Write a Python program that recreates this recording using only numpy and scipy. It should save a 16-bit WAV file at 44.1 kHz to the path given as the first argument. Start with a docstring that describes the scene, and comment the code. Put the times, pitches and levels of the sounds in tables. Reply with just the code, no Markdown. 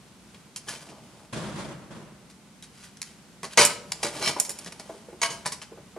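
"""A cluttered workbench is cleared in a small workshop. First wooden sticks and small tools click, one
distant clack with a long, roomy tail. Then something heavy is shoved along, rumbling, at arm's length.
From about 3.6 s a metal tray is jolted and dragged: the sticks in it rattle and make the metal ring.
Meanwhile a steel tool tinks and bounces. From 4 s to the end, things bump dully on the bench top."""
import sys
import numpy as np
from scipy import signal
from scipy.fft import rfft, irfft, next_fast_len
from scipy.io import wavfile
from scipy.ndimage import uniform_filter1d, map_coordinates

SR = 44100
rng = np.random.default_rng(int(sys.argv[2]) if len(sys.argv) > 2 else 0)


def to_wav(sig):
    """Store sig (one row per channel, or 1-D mono) as 16-bit WAV at the path in sys.argv[1].

    Samples outside -1..1 are clipped; the rate is SR.
    """
    pcm = np.clip(np.atleast_2d(sig), -1, 1) * 32767
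    pcm = np.round(pcm).astype(np.int16)
    wavfile.write(sys.argv[1], SR, pcm.T)  # frames by channels


N = 263974
TIME = np.arange(N) / SR  # seconds since the start
AGE = np.arange(SR // 2) / SR  # seconds since a hit
REBOUND_S = .0105  # a stick or tool is in the air this long before it lands again
# how alike scattered sound is on the left and right: (frequency [Hz], likeness [0 to 1])
LIKENESS = [(30, 0.7), (300, 0.92), (2000, 0.54), (10000, 0.057)]


def tray(level_db, onset_s, damping_t60, contacts):
    """Each jolt bounces the load, which rattles and rings the metal; where it lands shapes the ring."""
    # jolts: (time [s], middle [dB], bass [dB], treble [dB], rattle fade [s], ring [dB],
    # place [0 floor to 1 rim], loss per bounce [dB])
    jolts = [(3.574, -5.5, -11.5, -8, 0.16, -5, 0.24, 2.5), (3.694, -25, -45, -31, 0.22, -20, .25, 21),
             (4.029, -18, -22.5, -18.5, 0.079, -38, 0.08, 4), (4.274, -22, -35, -22.5, .08, -4, 0.28, 5),
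             (5.216, -18, -32, -16.5, 0.072, 4, 1, 25), (5.228, -12.5, -35, -17.5, 0.06, 1, 1, 12),
             (5.304, -34, -34, -27, 0.11, -2, 0.54, 6)]
    # the tray's own tones: (frequency [Hz], fade [s], hit on the floor [dB], hit on the rim [dB])
    tray_tones = [(177, 0.4, -19, -22), (382.5, 0.52, -12.5, -11), (460.4, 0.11, 6.5, 1),
                  (580, 0.2, -2, -11), (674.6, 0.4, -10, -4), (946, 0.25, 1, 5.5), (1008, 0.14, 7, -8),
                  (1108, .24, -2.5, -2), (1240, 0.49, 3.5, -22), (1287, 0.61, -10.5, -10),
                  (1620, 0.46, -13.5, -7.5), (1997, 0.14, 0, -8), (2166, 0.25, 7.5, -12),
                  (2210, 0.14, -3, 1), (2375, 0.35, 3, -32), (2660, .3, -16, -40), (2950, 0.31, -6, 1),
                  (3130, 0.23, -11, -4.5), (4130, .27, 6, -7), (4480, 0.17, -18, -2), (4702, .2, 3, -3),
                  (5143, 0.083, -16, -20), (6170, 0.27, -20, 7), (6260, 0.23, -11, -16),
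                  (6580, 0.038, 8, 18), (8900, 0.32, -7, -1), (9956, .14, -7, -18)]
    bounce_s, bass_loss_db = .018, 2.5  # time between bounces; extra bass lost with each
    out = np.zeros(N)
    for s, middle_db, bass_db, treble_db, t60, ring_db, place, loss_db in jolts:
        tones = [(hz, floor + place * (rim - floor), life) for hz, life, floor, rim in tray_tones]
        for k in range(contacts):
            metal = ring(tones, scatter_db=1.5)
            # loose sticks dance on the metal, damping it and making its ring uneven
            dance = amp(2.5 * wobble(60)[:len(AGE)])
            metal = unit_peak(metal * dance * fade(damping_t60))
            blow = (rattle(t60, uneven_db=3) + amp(ring_db) * metal) * (1 - fade(onset_s))
            blow = balance(blow, bass_db - k * bass_loss_db, middle_db, treble_db)
            add(out, s + k * bounce_s, amp(-k * loss_db) * blow)
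    return amp(level_db) * out


def steel_tool(level_db, crack_db, sizzle_db, contacts):
    """Hard, light hits ring high tones, whose pitch shifts with the way the tool lies."""
    # the tool lands: (time [s], treble [dB], middle [dB], loss per bounce [dB])
    landings = [(3.6508, -8, -20, 7), (4.3995, -10, -28.5, 22), (4.4937, -25.5, -35, 3),
                (4.588, -31.5, -40.5, 19)]
    # the steel's own tones: (frequency [Hz], level [dB], fade before the bench damps it [s])
    steel_tones = [(5450, -9, .16), (5700, -9, .18), (6880, -2, .06), (7100, -6, .05), (7590, -3, .04),
                   (8120, -4, .06), (8750, -3, .05), (9180, 0, .04), (10350, -5, .05), (10480, -3, .06),
                   (11900, -7, .035), (12450, -13, .035)]
    highpass = signal.butter(4, 6500, "high", fs=SR, output="sos")
    out = np.zeros(N)
    for s, treble_db, middle_db, loss_db in landings:
        shifts = 1 + .004 * rng.standard_normal(len(steel_tones))
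        tones = [(hz * shift, db, life) for (hz, db, life), shift in zip(steel_tones, shifts)]
        for bounce in range(contacts):
            tink = ring(tones, scatter_db=1.5) * (1 - fade(0.0016))
            tink *= 0.067 + fade(0.021)  # the bench damps most of the ring at once
            crack = rattle(0.042, uneven_db=1)
            sizzle = unit_peak(signal.sosfilt(highpass, crack))
            bright = unit_peak(unit_peak(tink) + amp(sizzle_db) * sizzle)
            hit = amp(treble_db) * bright + amp(middle_db + crack_db) * crack
            add(out, s + bounce * REBOUND_S, amp(-bounce * loss_db) * hit)
    return amp(level_db) * out


def sticks(level_db, wood_db, tick_db):
    """A stick ticks, cracks and rings, longer the looser it lies; then it lands once more."""
    # sticks and tool handles clack: (time [s], middle [dB], bass [dB], treble [dB], rattle fade [s],
    # pitch [Hz], loss on the rebound [dB])
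    clacks = [(0.345, -39.5, -48, -51, .07, 3160, 15), (0.561, -31, -62, -23, 0.061, 3070, 8),
              (.684, -25.5, -64, -24, 0.15, 1658, 13), (.889, -39, -42, -44.5, .1, 2730, 4),
              (2.299, -46.5, -60, -45, 0.12, 4020, 12), (2.625, -38, -67, -34.5, 0.096, 3730, 6),
              (2.970, -44, -68, -39, 0.023, 3300, 16), (3.017, -26.5, -66, -19, 0.014, 2260, 5),
              (3.431, -26.5, -29.5, -29.5, 0.14, 1077, 1), (3.9196, -20, -52, -15, 0.017, 2550, 14),
              (4.449, -34, -47, -25.5, 0.067, 2240, 10), (4.646, -50, -60, -31.5, 0.023, 2930, 13),
              (4.661, -31, -31.5, -33.5, .07, 1860, 1.5), (4.722, -33, -41, -34, 0.03, 1190, 14),
              (4.797, -33, -35, -31.5, 0.048, 4320, 11), (5.451, -31, -40, -44, 0.18, 1294, 17),
              (5.458, -18.5, -25.5, -18.5, 0.11, 960, 10), (5.520, -27, -36, -23.5, .11, 1080, 8),
              (5.616, -31, -52, -34.5, .11, 2974, 8.5)]
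    # tones of two sticks meeting: (frequency [times the pitch], level [dB], base fade [s])
    wood_tones = [(.88, -3, .013), (1.03, 0, .016), (1.85, -1, .012), (2.05, -3, .01), (3, -4, .007)]
    base_t60 = 0.032  # a longer rattle than this stretches the wood's fade
    out = np.zeros(N)
    for s, middle_db, bass_db, treble_db, t60, pitch, loss_db in clacks:
        tones = [(pitch * ratio, db, life * t60 / base_t60) for ratio, db, life in wood_tones]
        for bounce in range(2):
            wood = ring(tones, scatter_db=0.31) * (1 - fade(0.00097))
            clack = rattle(t60, uneven_db=3) + amp(wood_db) * wood
            clack = balance(clack, bass_db, middle_db, treble_db)
            add(out, s + bounce * REBOUND_S, amp(-bounce * loss_db) * clack)
        tick = noise([(1500, -30), (6000, 11), (15000, -18)], len(AGE)) * fade(.006)
        add(out, s, amp(treble_db + tick_db) * unit_peak(tick))
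    return amp(level_db) * out


def bumps(level_db, tone_db):
    """Soft things land with a dull, hollow knock that swells as they settle."""
    # bumps on the bench: (time [s], level [dB], pitch [Hz])
    landings = [(4.043, -20.5, 578), (4.205, -31, 396), (4.364, -23, 983), (4.485, -38, 560),
                (4.894, -27, 657), (4.944, -38, 396), (5.085, -32.5, 478), (5.127, -35, 358),
                (5.718, -32.5, 464), (5.773, -38, 569), (5.963, -28, 645)]
    out = np.zeros(N)
    for s, db, hz in landings:
        colour = [(40, -45), (200, -20), (380, 0),
                  (hz * 0.73 + 100, -2), (hz * 1.03 + 800, -20), (5000, -45)]
        thud = unit_peak(noise(colour, len(AGE)) * fade(0.14))
        tone = amp(tone_db) * np.sin(2 * np.pi * hz * AGE) * fade(0.12)
        settle_s = 0.0062 * (490 / hz) ** 2  # harder, higher bumps settle sooner
        knock = (thud + tone) * (1 - fade(settle_s))
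        add(out, s, amp(db) * unit_peak(knock))
    return amp(level_db) * out


def drags_and_tail(scrape_db, bench_db, chatter_db):
    """Rough noise swells and fades; in a drag, tiny slips hiss, stir tones and drum on the bench."""
    # drags, sleeve rustles and the long, roomy tail of a distant clack (at 0.694 s):
    # (loudest moment [s], scrape [dB], bench [dB], swell [s], fade [s])
    swells = [(0.694, -32.5, -40.5, 0.056, 0.81), (.92, -64, -43.5, 0.16, 0.65),
              (1.21, -51.5, -50, 0.17, .7), (2.85, -38.5, -75, 0.16, 0.17), (3.05, -43.5, -66, 0.039, 0.45),
              (3.534, -32.5, -63, 0.036, 0.088), (3.574, -31, -32, 0.011, 0.13), (4.15, -33, -36, 0.27, .9),
              (4.277, -19, -26.5, .12, .16), (4.40, -34, -45, 0.34, 0.24), (4.58, -42.5, -52, 0.26, 1.1),
              (4.88, -47, -50, 0.63, 1.6), (5.258, -22.5, -40, 0.018, 0.14),
              (5.32, -31.5, -36.5, 0.11, 0.11), (5.38, -43.5, -49, .08, 0.49)]
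    # tones stirred by dragging: (frequency [Hz], level [dB], fade [s])
    chatter_tones = [(1258, -22, 0.12), (2265, -1, 0.038), (3100, 2, 0.012), (4180, 10, 0.012),
                     (5200, -10, 0.014), (5448, 5, 0.032)]
    # the hiss of rubbing: (frequency [Hz], level [dB])
    scrape_colour = [(150, -36), (590, -16.5), (1000, -8), (1280, -5), (1600, -4.5), (2650, -5.5),
                     (3040, -4), (3890, -8.5), (4500, -5.5), (8000, -9), (10200, -7.5), (12500, -23.5),
                     (15000, -32)]
    # the drumming of the bench top: (frequency [Hz], level [dB])
    bench_colour = [(25, -55), (71, -41), (120, -7), (464, -8), (527, -7), (579, -6), (1280, -12),
                    (1500, -29), (1950, -48), (3300, -120)]
    swell_db = 20
    scrape, bench = np.zeros((2, N))
    for s, high_db, low_db, swell_s, t60 in swells:
        swell_left = np.maximum(s - TIME, 0) / swell_s
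        loudness = amp(-swell_db * swell_left ** 0.97 - 60 * since(s) / t60)
        scrape = np.hypot(scrape, amp(high_db) * loudness)
        bench = np.hypot(bench, amp(low_db) * loudness)
    slips = unit(amp(3.2 * wobble(400) + 1.5 * wobble(50)))
    friction = slips * rng.standard_normal(N)
    chatter = unit(signal.fftconvolve(friction, ring(chatter_tones, scatter_db=1))[:N])
    pressure = scrape / scrape.max()  # the harder the drag, the more it sings
    hiss = amp(scrape_db) * slips * noise(scrape_colour, N) + amp(chatter_db) * pressure * chatter
    return scrape * hiss + amp(bench_db) * bench * slips * noise(bench_colour, N)


def heavy_slide(rumble_db, grit_db):
    """Each shove starts at once, sags and dies away; the slide judders, with a little grit on top."""
    # something heavy is shoved: (time [s], rumble [dB], grit [dB], length [s])
    shoves = [(1.324, -32, -38.5, 0.27), (1.554, -34.5, -42, 0.14), (1.903, -40.5, -51, 0.1)]
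    # the low rumble of sliding: (frequency [Hz], level [dB])
    rumble_colour = [(29, -32), (52, -10), (100, -11), (140, 5), (180, -1), (222, 2), (261, -11),
                     (310, -2.5), (413, -9), (486, -9), (620, -7), (745, -15), (1030, -11.5), (2500, -25),
                     (3250, -29), (5500, -120)]
    # the gritty hiss above it: (frequency [Hz], level [dB])
    grit_colour = [(880, -6), (1500, -6.5), (2860, -11.5), (3410, -7.5), (3890, -11), (8000, -15.5),
                   (10000, -16), (14000, -46)]
    attack_s, sag_db_per_s, release_db_per_s = 0.0089, 25.5, 30
    rumble, grit = np.zeros((2, N))
    for s, low_db, high_db, length in shoves:
        attack = np.minimum(since(s) / attack_s, 1)
        fall_db = sag_db_per_s * since(s) + release_db_per_s * since(s + length)
        rumble = np.hypot(rumble, attack * amp(low_db - fall_db))
        grit = np.hypot(grit, attack * amp(high_db - 1.92 * fall_db))  # the grit dies faster
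    judder = unit(amp(1.3 * wobble(70)))
    low = amp(rumble_db) * rumble * stereo_noise(rumble_colour)
    high = amp(grit_db) * grit * stereo_noise(grit_colour)
    return judder * (low + high)


def workshop_echo(x, near_db, tail_db):
    """Nearby clutter scatters the sound at once; then the room's echo dies away."""
    # how long the room rings: (frequency [Hz], fade [s])
    room_fade = [(150, 1), (1000, 0.48), (5000, 0.42), (12000, 0.26)]
    hz, t, spectrum = signal.stft(rng.standard_normal((2, len(AGE))), SR, nperseg=256)
    spectrum = spectrum * amp(-60 * t / along(room_fade, hz)[:, None])
    tail = signal.istft(spectrum, SR, nperseg=256)[1][:, :len(AGE)] * (1 - fade(0.041))
    near = rng.standard_normal((2, len(AGE))) * fade(0.069) * (AGE > .001)
    near = amp(near_db) * near / np.linalg.norm(near[0])
    tail = amp(tail_db) * tail / np.linalg.norm(tail[0])
    mid, side = near + tail
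    side = filtered(side, lambda f: 0.83 * np.tan(spread(f)))
    return signal.fftconvolve(x[None], np.array([mid + side, mid - side]), axes=1)[:, :N]


def room_air(level_db):
    """A faint, low rush that wavers gently in level."""
    # the quiet room's noise: (frequency [Hz], level [dB])
    air_colour = [(15, -42), (25, -28), (50, -4), (100, -5), (205, 3.5), (285, -6.5), (427, -10.5),
                  (476, -11.5), (575, -13.5), (1130, -14.5), (1230, -16.5), (1520, -15.5), (1740, -19.5),
                  (2000, -17.5), (4030, -20.5), (9570, -23), (16000, -41.5)]
    return amp(level_db + wobble(5.42)) * stereo_noise(air_colour)


def ring(tones, scatter_db):
    """A struck object's fading tones, each with a new strength and direction on every hit."""
    hz, db, t60 = np.transpose(tones)
    scatter, direction = rng.standard_normal((len(hz), 2)).T
    gains = amp(db + scatter_db * scatter) * np.sign(direction)
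    waves = (gain * fade(life) * np.sin(2 * np.pi * f * AGE) for gain, f, life in zip(gains, hz, t60))
    return unit_peak(sum(waves))


def rattle(t60, uneven_db):
    """A crack that breaks up into tiny, fading rebounds."""
    # the noise of a hard hit: (frequency [Hz], level [dB])
    crack_colour = [(30, -45), (90, -12.5), (170, 5), (230, 2.5), (290, -9), (450, 4.5), (1000, -0.5),
                    (1700, -1.5), (2200, 0), (3300, -4), (5000, 6), (7500, 2.5), (10600, 2.5), (12600, -19),
                    (15500, -45)]
    rebounds = unit(uniform_filter1d(rng.standard_normal(len(AGE)), size=70))
    crack = noise(crack_colour, len(AGE)) * amp(uneven_db * rebounds)
    return unit_peak(crack * fade(t60) * (1 - fade(0.0013)))


def balance(x, bass_db, middle_db, treble_db):
    """The weight and hardness of a blow set its bass, middle and treble."""
    bands = [(700, "low", bass_db), ([700, 4000], "band", middle_db), (4000, "high", treble_db)]
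    out = 0
    for edge_hz, kind, db in bands:
        band = signal.butter(2, edge_hz, kind, fs=SR, output="sos")
        out = out + amp(db) * unit_peak(signal.sosfilt(np.vstack([band, band]), x))
    return out


def noise(colour, size):
    """Noise shaped by a colour: a list of (frequency [Hz], level [dB])."""
    return unit(filtered(rng.standard_normal(size), lambda hz: amp(along(colour, hz))))


def stereo_noise(colour):
    """Noise whose left and right are alike in the bass and less so in the treble."""
    mid = filtered(noise(colour, N), lambda hz: np.cos(spread(hz)))
    side = filtered(noise(colour, N), lambda hz: np.sin(spread(hz)))
    return unit(np.array([mid + side, mid - side]))


def spread(hz):
    """Stereo width as an angle; 0 means left and right are the same."""
    return np.arccos(along(LIKENESS, hz)) / 2


def fade(t60):
    """A fade that falls 60 dB in t60 seconds (2 ms at least); the tables give fades this way."""
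    return amp(-60 * AGE / max(t60, .002))


def wobble(rate):
    """A smooth curve through `rate` random points a second."""
    return map_coordinates(rng.standard_normal(int(N * rate / SR) + 4), [TIME * rate])


def filtered(x, response):
    """Scale each frequency in x by response(hz)."""
    n = x.shape[-1]
    padded = next_fast_len(n + 8192)
    return irfft(rfft(x, padded) * response(np.fft.rfftfreq(padded, 1 / SR)), padded)[..., :n]


def along(points, hz):
    """Read between (frequency [Hz], value) points on a log frequency scale."""
    frequencies, values = np.transpose(points)
    return np.interp(np.log(hz + 1), np.log(frequencies), values)


def amp(db):
    """Turn decibels into a gain."""
    return 10 ** (np.asarray(db) / 20)


def unit(x):
    """Scale to an average (rms) level of 1."""
    return x / np.sqrt(np.mean(x ** 2) + 1e-20)


def unit_peak(x):
    """Scale so that the loudest 3 ms have an average (rms) level of 1."""
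    return x / np.sqrt(uniform_filter1d(x ** 2, size=132).max() + 1e-20)


def since(s):
    """Seconds since s, zero before it."""
    return np.maximum(TIME - s, 0)


def add(track, s, x):
    """Mix x into the track at s seconds."""
    part = track[round(s * SR):][:len(x)]
    part += x[:len(part)]


def scene():
    """The bench is a little to the left, so that side hears it first; the tray fills the room most."""
    # how much louder the bench is on the left: (frequency [Hz], left minus right [dB])
    lean = [(200, 1), (380, -3), (700, 0.5), (2400, 3.5), (4400, 1.5), (8000, -6), (14000, 0.5)]
    broad = tray(level_db=-7.5, onset_s=0.0019, damping_t60=3.1, contacts=4)
    broad += bumps(level_db=-5, tone_db=2)
    broad += drags_and_tail(scrape_db=-8.5, bench_db=-4, chatter_db=-4.5)
    small = steel_tool(level_db=-1.5, crack_db=4.5, sizzle_db=-9, contacts=3)
    small += sticks(level_db=-8, wood_db=-5, tick_db=-5.5)
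    sides, lead_s = np.array([[1], [-1]]), 2.1e-5  # left and right; the left's head start
    direct = filtered(broad + small, lambda hz: amp(sides * along(lean, hz) / 2)
                      * np.exp(1j * np.pi * sides * hz * lead_s))
    echo = workshop_echo(broad, near_db=-6, tail_db=-13.5)
    echo += workshop_echo(small, near_db=-9.5, tail_db=-12.5)
    air = room_air(level_db=-50.5)
    return direct + echo + heavy_slide(rumble_db=0, grit_db=2.5) + air


def record(dry):
    """The microphones soften deep bass and high treble; peaks are rounded and the very top is cut."""
    rolloff = [(25, -22), (55, -2.0), (12500, -0.5), (16000, -8)]  # (frequency [Hz], level [dB])
    ceiling, top_hz = .9, 16000
    heard = filtered(dry, lambda hz: amp(along(rolloff, hz)))
    rounded = heard / (1 + np.abs(heard / ceiling) ** 8) ** (1 / 8)
    return filtered(rounded, lambda hz: hz < top_hz)


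dry = scene()
out = record(dry)
to_wav(out)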